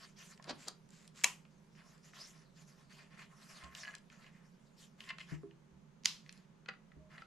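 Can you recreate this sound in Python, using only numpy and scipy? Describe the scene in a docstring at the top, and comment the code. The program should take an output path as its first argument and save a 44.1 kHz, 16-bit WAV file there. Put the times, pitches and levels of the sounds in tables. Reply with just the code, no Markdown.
"""A small quiet room, at a wooden table: a lens is twisted onto a camera. The bayonet grates as noise grains,
the flange slides as filtered noise, and the locking pin snaps home as impulses into resonances.
Fingers hiss and rasp over the finish by friction; the shell creaks and ticks, a loose part clatters,
the grip knocks, a button clicks and the power switch is flicked: brief forces ring resonant bodies.
Dull thumps ring the table's decaying modes over faint room hiss and a low steady drone of shaped noise."""
import sys
import numpy as np
from scipy import signal
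from scipy.fft import rfft, irfft, next_fast_len
from scipy.io import wavfile
from scipy.ndimage import uniform_filter1d, map_coordinates

SR = 44100
rng = np.random.default_rng(int(sys.argv[2]) if len(sys.argv) > 2 else 0)


def unload_wav(signal):
    """Save mono or channel-first audio to the path in sys.argv[1] as 16-bit WAV at rate SR, clipped to [-1, 1]."""
    wavfile.write(
        sys.argv[1],
        SR,
        np.round(np.clip(np.atleast_2d(signal).T, -1, 1) * 32767).astype(np.int16),
    )


N = 320166

# blows of the locking pin, which skips twice, drops in and chatters: t/s, peak level/dB
PIN_BLOWS = [(1.2374, -20.5), (1.2396, -18.5), (1.2427, -8.5), (1.2441, -14.5), (1.2452, -24)]
# blows of the power switch riding over its detent: t/s, peak level/dB before panning
SWITCH_BLOWS = [(6.0357, -45), (6.0464, -36), (6.0499, -37.5), (6.0535, -29.5), (6.0556, -28.5),
                (6.0569, -9), (6.0575, -11), (6.0589, -15.5)]
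# resonances of the camera shell: f/Hz, width/Hz, relative level/dB
SHELL_MODES = [(633, 84, 7), (1077, 63, 6.5), (1293, 170, 1), (1810, 170, 2.5), (2090, 84, 2),
               (2457, 230, -1.5), (2866, 240, -1.5), (3360, 540, -7), (4200, 140, -5), (4740, 220, -5),
               (5640, 880, -10), (7500, 1500, -9), (10920, 2600, -17.5)]


def amp(db):
    """Amplitude ratio of a level: 20 dB is a factor of ten."""
    return 10 ** (np.asarray(db) / 20)


def unit(x):
    """Normalisation by mean power: scale to rms 1."""
    return x / np.sqrt(np.mean(x ** 2) + 1e-20)


def peak(x):
    """Normalisation by the extreme value: scale to peak 1."""
    return x / (np.abs(x).max() + 1e-20)


def along(points, hz):
    """Interpolation of (f/Hz, value) points on a logarithmic frequency axis."""
    f, v = np.transpose(points)
    return np.interp(np.log(hz + 1), np.log(f + 1), v)


def clock(size):
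    """Sampling instants in seconds."""
    return np.arange(size) / SR


def add(track, s, x):
    """Superposition: mix x into the track at s seconds."""
    part = track[..., max(0, round(s * SR)):][..., :x.shape[-1]]
    part += x[..., :part.shape[-1]]


def filtered(x, response):
    """Linear filtering: multiply the zero-padded spectrum by a frequency response."""
    n = x.shape[-1]
    m = next_fast_len(n + min(n, SR // 4))
    spectrum = rfft(x, m) * response(np.fft.rfftfreq(m, 1 / SR))
    return irfft(spectrum, m)[..., :n]


def band(f, hz, width):
    """Causal second-order resonance with unit gain at its centre."""
    return 1j * f * width / (hz * hz - f * f + 1j * f * width)


def body(modes, f):
    """Modal superposition: resonances summed with alternating sign."""
    return sum((-1) ** k * amp(db) * band(f, hz, width) for k, (hz, width, db) in enumerate(modes))


def pair(size, side_db):
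    """Partial stereo coherence: white noise shared by both channels plus an opposed side part."""
    mid, side = rng.standard_normal((2, size))
    side = amp(side_db) * side
    return np.array([mid + side, mid - side])


def noise(spectrum, side_db):
    """Spectral shaping of white stereo noise, brought to rms 1."""
    return unit(filtered(pair(N, side_db), lambda f: amp(along(spectrum, f))))


def wobble(rate):
    """Band-limited random fluctuation: a smooth curve through rate random knots a second."""
    knots = rng.standard_normal(int(N * rate / SR) + 4)
    return map_coordinates(knots, [np.arange(N) * rate / SR])


def contact(grit_db, t60):
    """Contact force: a broadband impulse and the decaying crunch of the two surfaces."""
    t = clock(size=2048)
    blow = t == 0
    return blow + amp(grit_db - 60 * t / t60) * pair(len(t), side_db=-8.5)


def snap(contacts, modes, grit_db, t60, broaden=1):
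    """Impulsive excitation: a sprung part strikes repeatedly and rings resonances of scaled width."""
    out = np.zeros((2, N))
    modes = [(hz, width * broaden, db) for hz, width, db in modes]
    for s, db in contacts:
        blow = filtered(contact(grit_db, t60), lambda f: body(modes, f))
        add(out, s, amp(db) * peak(blow))
    return out


def hardest(contacts):
    """Time in seconds of the blow with the highest level."""
    return max(contacts, key=lambda row: row[1])[0]


def latch(ring_db, crack_db=-16, crack_hz=2300, crack_width_hz=1400):
    """Free vibration after impact: the pin locks, its hardest blow cracks and the barrel rings."""
    # resonances of the lens mount: f/Hz, width/Hz, relative level/dB
    mount_modes = [(427, 160, -24), (700, 100, -14), (1190, 140, -11), (1700, 220, -8.5), (2300, 100, -1),
                   (2680, 70, 1), (3230, 130, -4.5), (4010, 120, -5.5), (5170, 500, -8), (6420, 530, -6.5),
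                   (7260, 300, 1.5), (9600, 320, -13), (10470, 990, -16)]
    # after-ring of the lens barrel: f/Hz, relative level/dB, t60/s
    barrel_modes = [(986.3, -6, 0.23), (1880, -17.5, 0.3), (2464, -12, 0.27), (2715, -0.5, 0.14),
                    (3200, -14, 0.25), (5300, -19, 0.2), (6788, -15, 0.13), (7530, -14.5, 0.13)]
    out = snap(PIN_BLOWS, mount_modes, grit_db=-12.5, t60=0.011)
    t = clock(size=16384)
    ring = sum(amp(db - 60 * t / t60) * np.sin(2 * np.pi * hz * t) for hz, db, t60 in barrel_modes)
    impulse = 1.0 * (t == 0)
    crack = peak(filtered(impulse, lambda f: band(f, crack_hz, crack_width_hz) ** 2))
    add(out, hardest(PIN_BLOWS), amp(ring_db) * ring + amp(crack_db) * crack)
    return out


def bayonet(rough_db=3):
    """Granular friction: dense metal grains swell and stop as the lugs engage."""
    # grating of the lugs: middle t/s, half length/s, rms level/dB before the swell, tilt/dB per octave
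    grates = [(0.482, 0.0055, -49.5, -2), (0.4983, 0.0039, -39, 2.5), (0.509, 0.0042, -39.5, 0),
              (0.682, 0.0051, -45, 1.5), (0.6839, 0.0016, -38.5, 19.5)]
    # spectrum of the lugs: f/Hz, relative level/dB
    lug_spectrum = [(88, -54), (150, -3), (674, -0.5), (850, -4.5), (1600, -6.5), (2000, -12),
                    (3200, -12.5), (4400, -6), (6000, -16), (7350, -21.5), (12600, -52), (15000, -59)]
    out, t = np.zeros((2, N)), clock(size=4096)
    middle = t.mean()
    for s, half, db, tilt in grates:
        roughness = rng.standard_normal(len(t) // 32).repeat(32)
        grains = pair(len(t), side_db=-11) * amp(rough_db * roughness)
        scrape = unit(filtered(grains, lambda f: amp(along(lug_spectrum, f) + tilt * np.log2(1 + f / 1000))))
        swell = 1 / np.cosh((t - middle) / half)
        add(out, s - middle, amp(db) * scrape * swell)
    return out


def stroke(t, length):
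    """Envelope of sliding friction: attack, an arched hold strongest midway, exponential release."""
    attack_s, attack_share = 0.025, 0.098  # long strokes set in more slowly, by this share of their length
    release_s, arch_db = 0.026, 1
    arch = np.sin(np.pi * np.minimum(t / length, 1)) - .5
    rise = np.minimum(t / (attack_s + attack_share * length), 1)
    return rise * amp(arch_db * arch) * np.exp(-np.maximum(t - length, 0) / release_s)


def reach(s, length):
    """Time support: the samples of a stroke and its release, and their times since its start."""
    part = slice(max(0, round(s * SR)), round((s + length) * SR) + SR // 6)
    return part, clock(N)[part] - s


def flange(grain_db=3.0):
    """Sliding friction: amplitude-modulated noise as metal turns smoothly on metal."""
    # turns of the lens: start t/s, length/s, rms level/dB of the slide before its envelope
    turns = [(0.572, 0.084, -60.5), (0.892, 0.16, -67), (1.138, 0.12, -59)]
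    # spectrum of the metal flange: f/Hz, relative level/dB
    flange_spectrum = [(500, -23), (1100, -2), (2200, 0.5), (3600, -5.5), (4800, -1.5), (6000, -6),
                       (7400, 2.5), (8700, -13.5), (12000, -19), (15500, -29.5)]
    out = np.zeros((2, N))
    slide = unit(noise(flange_spectrum, side_db=-8.5) * amp(grain_db * wobble(1500)))
    for s, length, db in turns:
        part, t = reach(s, length)
        add(out, s, amp(db) * stroke(t, length) * slide[:, part])
    return out


def power_switch():
    """Detent impacts: the switch rings the top plate, slightly stronger on the right."""
    # top plate: f/Hz, width/Hz before broaden, relative level/dB
    plate_modes = [(958, 63, -4), (1330, 240, -15.5), (2040, 340, -2), (2950, 730, -4.5), (3674, 470, -4),
                   (4500, 450, 3.5), (5510, 690, -0.5), (6170, 290, 3), (6950, 432, -2),
                   (10500, 1700, -19.5)]
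    blows = snap(SWITCH_BLOWS, plate_modes, grit_db=-13.0, t60=0.0037, broaden=0.88)
    return blows * amp([[-1.2], [1.2]])


def button_click():
    """Impulsive excitation: a button dips and clicks, ringing its cap."""
    # blows of the button: t/s, peak level/dB
    presses = [(6.263, -47.5), (6.2925, -47), (6.2937, -34)]
    # button cap: f/Hz, width/Hz, relative level/dB
    cap_modes = [(1990, 280, 2.5), (2600, 580, -2.5), (4400, 560, -6), (5900, 840, -9.5), (8950, 2000, -37)]
    return snap(presses, cap_modes, grit_db=-13.5, t60=0.0038)


def patchy(x, depth_db):
    """Random spectral modulation: a rub's colour shifts as new surface spots come into contact."""
    z = signal.stft(x, nperseg=512)[2]
    field = rng.standard_normal(z.shape[1:])
    field = uniform_filter1d(field, size=14, axis=0)
    field = uniform_filter1d(field, size=9, axis=1)
    return signal.istft(z * amp(depth_db * unit(field)), nperseg=512)[1][:, :N]


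def fingers(skin_db, grip_db, grain_db, catch_db, rasp_grain_db=2.0, breadth=0.79, hiss_breadth=1.2, dull_db=-11):
    """Friction noise: skin hisses, brighter at speed, and rasps on the shell's resonances."""
    # finger strokes: start t/s, length/s, hiss level/dB before skin_db, hiss centre f/Hz at full speed,
    # rasp level/dB before grip_db, rasp centre f/Hz; both levels are rms before the envelope
    strokes = [(-0.03, 0.097, -59.5, 4800, -64, 1600), (0.157, 0.072, -58.5, 4200, -64, 2220),
               (0.226, 0.046, -60.5, 7000, -69, 1800), (0.282, 0.047, -65.5, 7500, -66, 1780),
               (0.415, 0.055, -73, 4500, -64.5, 1370), (0.5, 0.2, -68.5, 4000, -71, 920),
               (1.746, 0.072, -71, 3970, -66.5, 1790), (1.826, .15, -73.5, 6400, -71.5, 1330),
               (2.026, 0.064, -61.5, 5730, -70, 1800), (2.122, 0.12, -59, 4000, -64, 2000),
               (2.175, 0.082, -61.5, 7500, -70.5, 2530), (2.26, 0.061, -65, 7200, -72, 1870),
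               (2.315, 0.12, -73.5, 5780, -73.5, 1580), (2.547, 0.079, -67, 5870, -71.5, 1620),
               (2.661, 0.071, -70.5, 6470, -72, 1530), (2.755, 0.082, -76, 4960, -74, 1510),
               (2.889, 0.065, -66, 4970, -63.5, 2180), (2.957, 0.073, -77, 4480, -61, 2170),
               (3.096, 0.054, -86, 4470, -63, 1880), (3.165, 0.064, -67.5, 5900, -55.5, 2180),
               (3.285, 0.14, -75.5, 5500, -70.5, 1390), (3.394, 0.22, -64, 6400, -68.5, 1380),
               (3.486, 0.091, -66, 4400, -66, 1700), (3.595, 0.09, -76, 5500, -60.5, 1570),
               (3.7, 0.046, -75, 5000, -66.5, 1700), (3.742, 0.072, -53, 5900, -61, 1760),
               (3.806, 0.14, -68.5, 6540, -59, 1630), (4.094, 0.11, -74.5, 5030, -67, 1770),
               (4.204, 0.078, -83, 4500, -63.5, 2120), (4.315, 0.14, -87.5, 5000, -74, 1700),
               (4.764, 0.076, -61.5, 6500, -73.5, 1900), (4.975, 0.12, -66.5, 6040, -63.5, 2280),
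               (5.171, 0.052, -66, 5500, -61, 2400), (5.264, 0.085, -67, 4800, -60, 1990),
               (6.235, 0.19, -73, 4970, -75, 2020), (7.093, 0.12, -77, 5000, -62, 1950)]
    # spectrum of the skin: f/Hz, relative level/dB
    skin_spectrum = [(1180, -30.5), (2000, -5.5), (2540, -4), (4000, -2.5), (4790, -0.5), (5740, -1),
                     (7050, -1.5), (8360, -8), (12100, -11), (14000, -24), (15500, -40)]
    hold_db, hold_until_s = -83.5, 5.45  # faint hiss while the hands keep turning the camera
    brighten = 1.56  # rise of the hiss centre from rest to full speed
    catch, grain = catch_db * wobble(45), wobble(1500)
    skin = unit(patchy(noise(skin_spectrum, side_db=-9.5), depth_db=4.0) * amp(catch + grain_db * grain))
    friction = patchy(pair(N, side_db=-7), depth_db=2.5) * amp(catch + rasp_grain_db * grain)
    grip = filtered(friction, lambda f: np.hypot(abs(body(SHELL_MODES, f)), amp(dull_db) * abs(band(f, 830, 3800))))

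    def hiss(part, hz):
        """Band-pass filtering of the skin noise, at rms 1."""
        return unit(filtered(skin[:, part], lambda f: abs(band(f, hz, hiss_breadth * hz))))

    out = amp(hold_db) * skin / (1 + np.exp(10 * (clock(N) - hold_until_s)))
    for s, length, hiss_db, hiss_hz, rasp_db, rasp_hz in strokes:
        part, t = reach(s, length)
        speed = np.sin(np.pi * np.minimum(t / length, 1))
        slow, fast = hiss(part, hiss_hz / brighten), hiss(part, hiss_hz)
        rasp = unit(filtered(grip[:, part], lambda f: band(f, rasp_hz, breadth * rasp_hz)))
        slide = amp(hiss_db + skin_db) * (slow + speed * (fast - slow))
        slide = slide + amp(rasp_db + grip_db) * rasp
        add(out, s, stroke(t, length) * slide)
    return out


def squeak(waver=0.0051):
    """Stick-slip tone: fingertips squeak softly as a sine of unsteady frequency."""
    # squeaks: start t/s, length/s, rms level/dB before the envelope, mean f/Hz
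    squeaks = [(3.612, .08, -61, 1070), (6.97, .11, -69, 620)]
    out, t = np.zeros((2, N)), clock(size=16384)
    for s, length, db, hz in squeaks:
        drift = rng.standard_normal(64).repeat(256)
        phase = 2 * np.pi * np.cumsum(hz * (1 + waver * drift)) / SR
        add(out, s, amp(db) * stroke(t, length) * unit(np.sin(phase)))
    return out


def shell(force, hz, breadth=1.0):
    """Forced modal response: harder contacts favour the shell's higher resonances."""
    softness = 3.3  # a contact holds little above this multiple of its centre frequency

    def response(f):
        """Shell modes weighted by the contact's band and its high-frequency roll-off."""
        rolloff = np.sqrt(1 + (f / (softness * hz)) ** 6)
        return body(SHELL_MODES, f) * band(f, hz, breadth * hz) ** 2 / rolloff

    return peak(filtered(force, response))


def creaks(uneven=0.265):
    """Stick-slip: the gripped shell slips at an uneven rate and sets the hollow grip ringing."""
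    # runs of slips: start t/s, length/s, peak level/dB, centre f/Hz
    slip_runs = [(5.073, 0.012, -46, 2000), (5.0895, 0.011, -35, 3200), (5.103, 0.007, -32, 2500),
                 (5.194, .004, -46, 3300), (5.203, .011, -40, 3000)]
    # the hollow grip: f/Hz, width/Hz, level/dB relative to the direct force
    hollow_modes = [(1050, 45, 3), (2060, 70, 5)]
    slips_per_s = 380
    out = np.zeros((2, N))
    for s, length, db, hz in slip_runs:
        force = np.zeros((2, SR // 8))
        slips = rng.standard_normal((16, 2))[:int(length * slips_per_s) + 1]
        for k, (late, size) in enumerate(slips):
            slip = amp(1.5 * size) * contact(grit_db=-16, t60=0.012)
            add(force, (k + uneven * late) / slips_per_s, slip)
        force = filtered(force, lambda f: 1 + sum(amp(level) * band(f, centre, width)
                                                  for centre, width, level in hollow_modes))
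        add(out, s, amp(db) * shell(force, hz))
    return out


def ticks():
    """Impulse response: light taps of nails, buttons and strap rings on the shell."""
    # taps: t/s, peak level/dB, centre f/Hz
    taps = [(0.376, -51, 4500), (0.397, -45, 950), (0.425, -49, 4600), (0.442, -43.5, 4840),
            (0.481, -50, 1500), (0.4937, -44, 1430), (0.89, -57, 5970), (0.905, -53, 8000),
            (1.077, -44, 7100), (1.451, -51.5, 2000), (1.751, -59, 2480), (1.979, -59.5, 5960),
            (2.053, -63, 7000), (2.134, -46.5, 1880), (2.677, -59, 7000), (3.637, -45.5, 4000),
            (3.643, -43.5, 4500), (3.75, -38.5, 4200), (3.951, -37.5, 5250), (3.983, -51, 5540),
            (4.1, -48.5, 2810), (4.264, -47.5, 2600), (5.0048, -37.5, 3700), (5.039, -47, 3200),
            (5.184, -38.5, 2800), (5.431, -53, 1000), (5.51, -53, 2580), (6.326, -45, 6170),
            (6.376, -54.5, 4200)]
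    out = np.zeros((2, N))
    for s, db, hz in taps:
        add(out, s, amp(db) * shell(contact(grit_db=-9.5, t60=0.01), hz))
    return out


def rattle(blows, modes, grit_db, t60, vary_db, soft_hz=7500):
    """Position-dependent modal excitation: each blow lands on a new spot and reweights the modes."""
    out = np.zeros((2, N))
    for s, db in blows:
        spot = [(hz, width, level + vary_db * rng.standard_normal()) for hz, width, level in modes]
        blow = filtered(contact(grit_db, t60), lambda f: body(spot, f) / (1 + (f / soft_hz) ** 4))
        add(out, s, amp(db) * peak(blow))
    return out


def loose_part():
    """Repeated impact: a loose part clatters as the camera changes hands."""
    # blows of the loose part: t/s, peak level/dB
    clatter_blows = [(3.8335, -36), (3.838, -38), (3.8495, -37), (3.855, -38), (3.8732, -40.5),
                     (3.8785, -34), (3.8875, -41), (3.909, -46), (3.9345, -47.5), (3.94, -41),
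                     (4.145, -55.5), (4.157, -59), (4.243, -49)]
    # the loose part: f/Hz, width/Hz, mean relative level/dB
    loose_modes = [(1060, 45, -9), (1690, 60, 3), (2030, 100, -2), (2450, 300, -10), (2960, 120, -8),
                   (4170, 200, -14), (4750, 300, -15), (7000, 1500, -33)]
    return rattle(clatter_blows, loose_modes, grit_db=-17.5, t60=0.0032, vary_db=3.0)


def grip_knocks():
    """Repeated impact: the camera knocks in the hand as the grip loosens."""
    # knocks: t/s, peak level/dB
    knock_blows = [(6.66, -44), (6.6825, -46), (6.6862, -30.5), (6.6885, -31), (6.6944, -35.5),
                   (6.738, -48), (6.918, -51.5), (7.18, -40), (7.187, -50), (7.2205, -41.5)]
    # body around the grip: f/Hz, width/Hz, mean relative level/dB
    grip_modes = [(560, 140, -14.5), (783, 23, -3.5), (1320, 117, 0.5), (1690, 220, -5.5), (1980, 135, 0),
                  (2580, 160, -8.5), (2900, 140, -10.5), (4200, 380, -14.5), (4800, 160, -14.5),
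                  (7000, 2000, -30)]
    return rattle(knock_blows, grip_modes, grit_db=-15.5, t60=0.018, vary_db=1.5)


def thumps(attack=0.0029, breadth=0.14):
    """Modal decay: soft bumps ring the table's modes, most of all those near their own centre."""
    # dull bumps on the table: t/s, peak level/dB, centre f/Hz
    bumps = [(3.634, -49, 90), (5.32, -33, 150), (5.434, -42, 405), (5.721, -56, 100), (6.965, -49, 100)]
    # low modes of the table: f/Hz, relative level/dB, t60/s, right channel gain against left
    table_modes = [(69.6, -1.5, 0.34, 2.6), (151.7, 3.5, 0.27, 0), (167.3, -12.5, 0.24, 3.5),
                   (289, -1, 0.11, 8), (331, -8.5, 0.42, 6), (402, 3.5, 0.2, 1.06), (681, -14, 0.22, 6.5)]
    out, t = np.zeros((2, N)), clock(size=16384)
    for s, db, centre in bumps:
        ring = np.zeros((2, len(t)))
        for hz, level, t60, right in table_modes:
            weight = abs(band(hz, centre, breadth * centre))
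            mode = weight * amp(level - 60 * t / t60) * np.sin(2 * np.pi * hz * t)
            ring += np.outer([1, right], mode)
        add(out, s, amp(db) * peak(ring * (1 - np.exp(-t / attack))))
    return out


def decaying_noise(levels, t60, side_db):
    """Diffuse decay: half a second of noise with a level and decay time for each frequency."""
    hz, t, z = signal.stft(pair(SR // 2, side_db), SR, nperseg=256)
    fade = amp(along(levels, hz)[:, None] - 60 * t / t60(hz)[:, None])
    return signal.istft(z * fade, SR, nperseg=256)[1]


def wash(contacts, spectrum, db, t60, delay=0.0037):
    """Diffuse reverberation: a snap's hardest blow returns from all walls as an even decay."""
    tail = unit(decaying_noise(spectrum, lambda hz: np.full(len(hz), t60), side_db=-6.0))
    out = np.zeros((2, N))
    build_up = 1 - np.exp(-clock(tail.shape[1]) / delay)
    add(out, hardest(contacts), amp(db) * tail * build_up)
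    return out


def snap_washes():
    """Reverberant field of the two snaps, each with its own spectrum."""
    # what the pin sends into the room: f/Hz, relative level/dB
    pin_spectrum = [(150, -27.5), (400, -16), (750, -13.5), (1030, -4), (1450, -14.5), (2000, -7.5),
                    (2700, -2.5), (3700, -14), (5000, -12), (7200, -7.5), (8500, -15.5), (12000, -22),
                    (15000, -32.5)]
    # what the switch sends into the room: f/Hz, relative level/dB
    switch_spectrum = [(300, -34.5), (750, -23.5), (980, -6.5), (1300, -11.5), (1900, -8), (3100, -0.5),
                       (4200, -0.5), (5200, 0), (7000, -7.5), (8500, -16.5), (12000, -23.5), (15000, -30)]
    pin = wash(PIN_BLOWS, pin_spectrum, db=-49.0, t60=0.25)
    return pin + wash(SWITCH_BLOWS, switch_spectrum, db=-50.5, t60=0.3)


def room(x, wet_db, delay=0.0025):
    """Reverberation by convolution: each half second of handling gets a freshly drawn noise tail."""
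    # decay of the room: f/Hz, t60/s
    room_decay = [(150, 0.5), (400, 0.28), (1000, 0.2), (3000, 0.25), (7000, 0.18), (14000, 0.096)]
    # reflection from the walls: f/Hz, relative level/dB
    wall_levels = [(150, 2), (450, 1.5), (750, -1.5), (1100, 4), (1800, -2), (3200, -1), (5000, -4),
                   (7200, -6.5), (12000, -4)]
    out = np.zeros((2, N))
    for start in range(0, N, SR // 2):
        tail = decaying_noise(wall_levels, lambda hz: along(room_decay, hz), side_db=-5.5)
        tail = tail * (1 - np.exp(-(clock(tail.shape[1]) / delay) ** 2))
        source = x.mean(0)[None, start:start + SR // 2]
        add(out, start / SR, signal.fftconvolve(source, tail / np.linalg.norm(tail[0]), axes=1))
    return amp(wet_db) * out


def room_tone(air_db, drone_db):
    """Stationary shaped noise: faint hiss and a narrow low drone, stronger on the right."""
    # hiss of the room: f/Hz, relative level/dB
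    air_spectrum = [(240, -27.5), (400, 2.5), (438, -7), (503, -3), (796, -12), (834, -6.5), (2400, -17),
                    (5390, -24.5), (6580, -21), (7320, -26.5), (15500, -42.5)]
    # low steady drone: f/Hz, relative level/dB
    drone_spectrum = [(25, -17), (45, -15.5), (70, -19), (105, -25), (128, -12), (148, 1), (175, -1),
                      (215, -5.5), (265, -17), (330, -22), (420, -28), (600, -45), (1200, -120)]
    drone = amp(drone_db) * noise(drone_spectrum, side_db=-12.0) * amp([[-3.5], [2]])
    return amp(air_db) * noise(air_spectrum, side_db=-2.0) + drone


def scene():
    """Direct and reverberant fields: handling close to the microphone, the small room around it."""
    handling = ticks() + creaks() + bayonet() + button_click() + loose_part() + grip_knocks()
    rubs = squeak() + flange() + fingers(skin_db=-2.0, grip_db=0.5, grain_db=1.0, catch_db=1.17)
    close = latch(ring_db=-39.5) + power_switch() + handling + thumps() + rubs
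    reverberant = snap_washes() + room(handling, wet_db=-10.5)
    return close + reverberant + room_tone(air_db=-71.5, drone_db=-63)


def record(dry):
    """Low-pass filtering: the microphone's top end fades, then a steep band limit cuts off."""
    treble_hz, top_hz = 13800, 15800  # half-power frequencies
    soft = filtered(dry, lambda f: 1 / np.sqrt(1 + (f / treble_hz) ** 20))
    return filtered(soft, lambda f: 1 / np.sqrt(1 + (f / top_hz) ** 120))


dry = scene()
out = record(dry)
unload_wav(out)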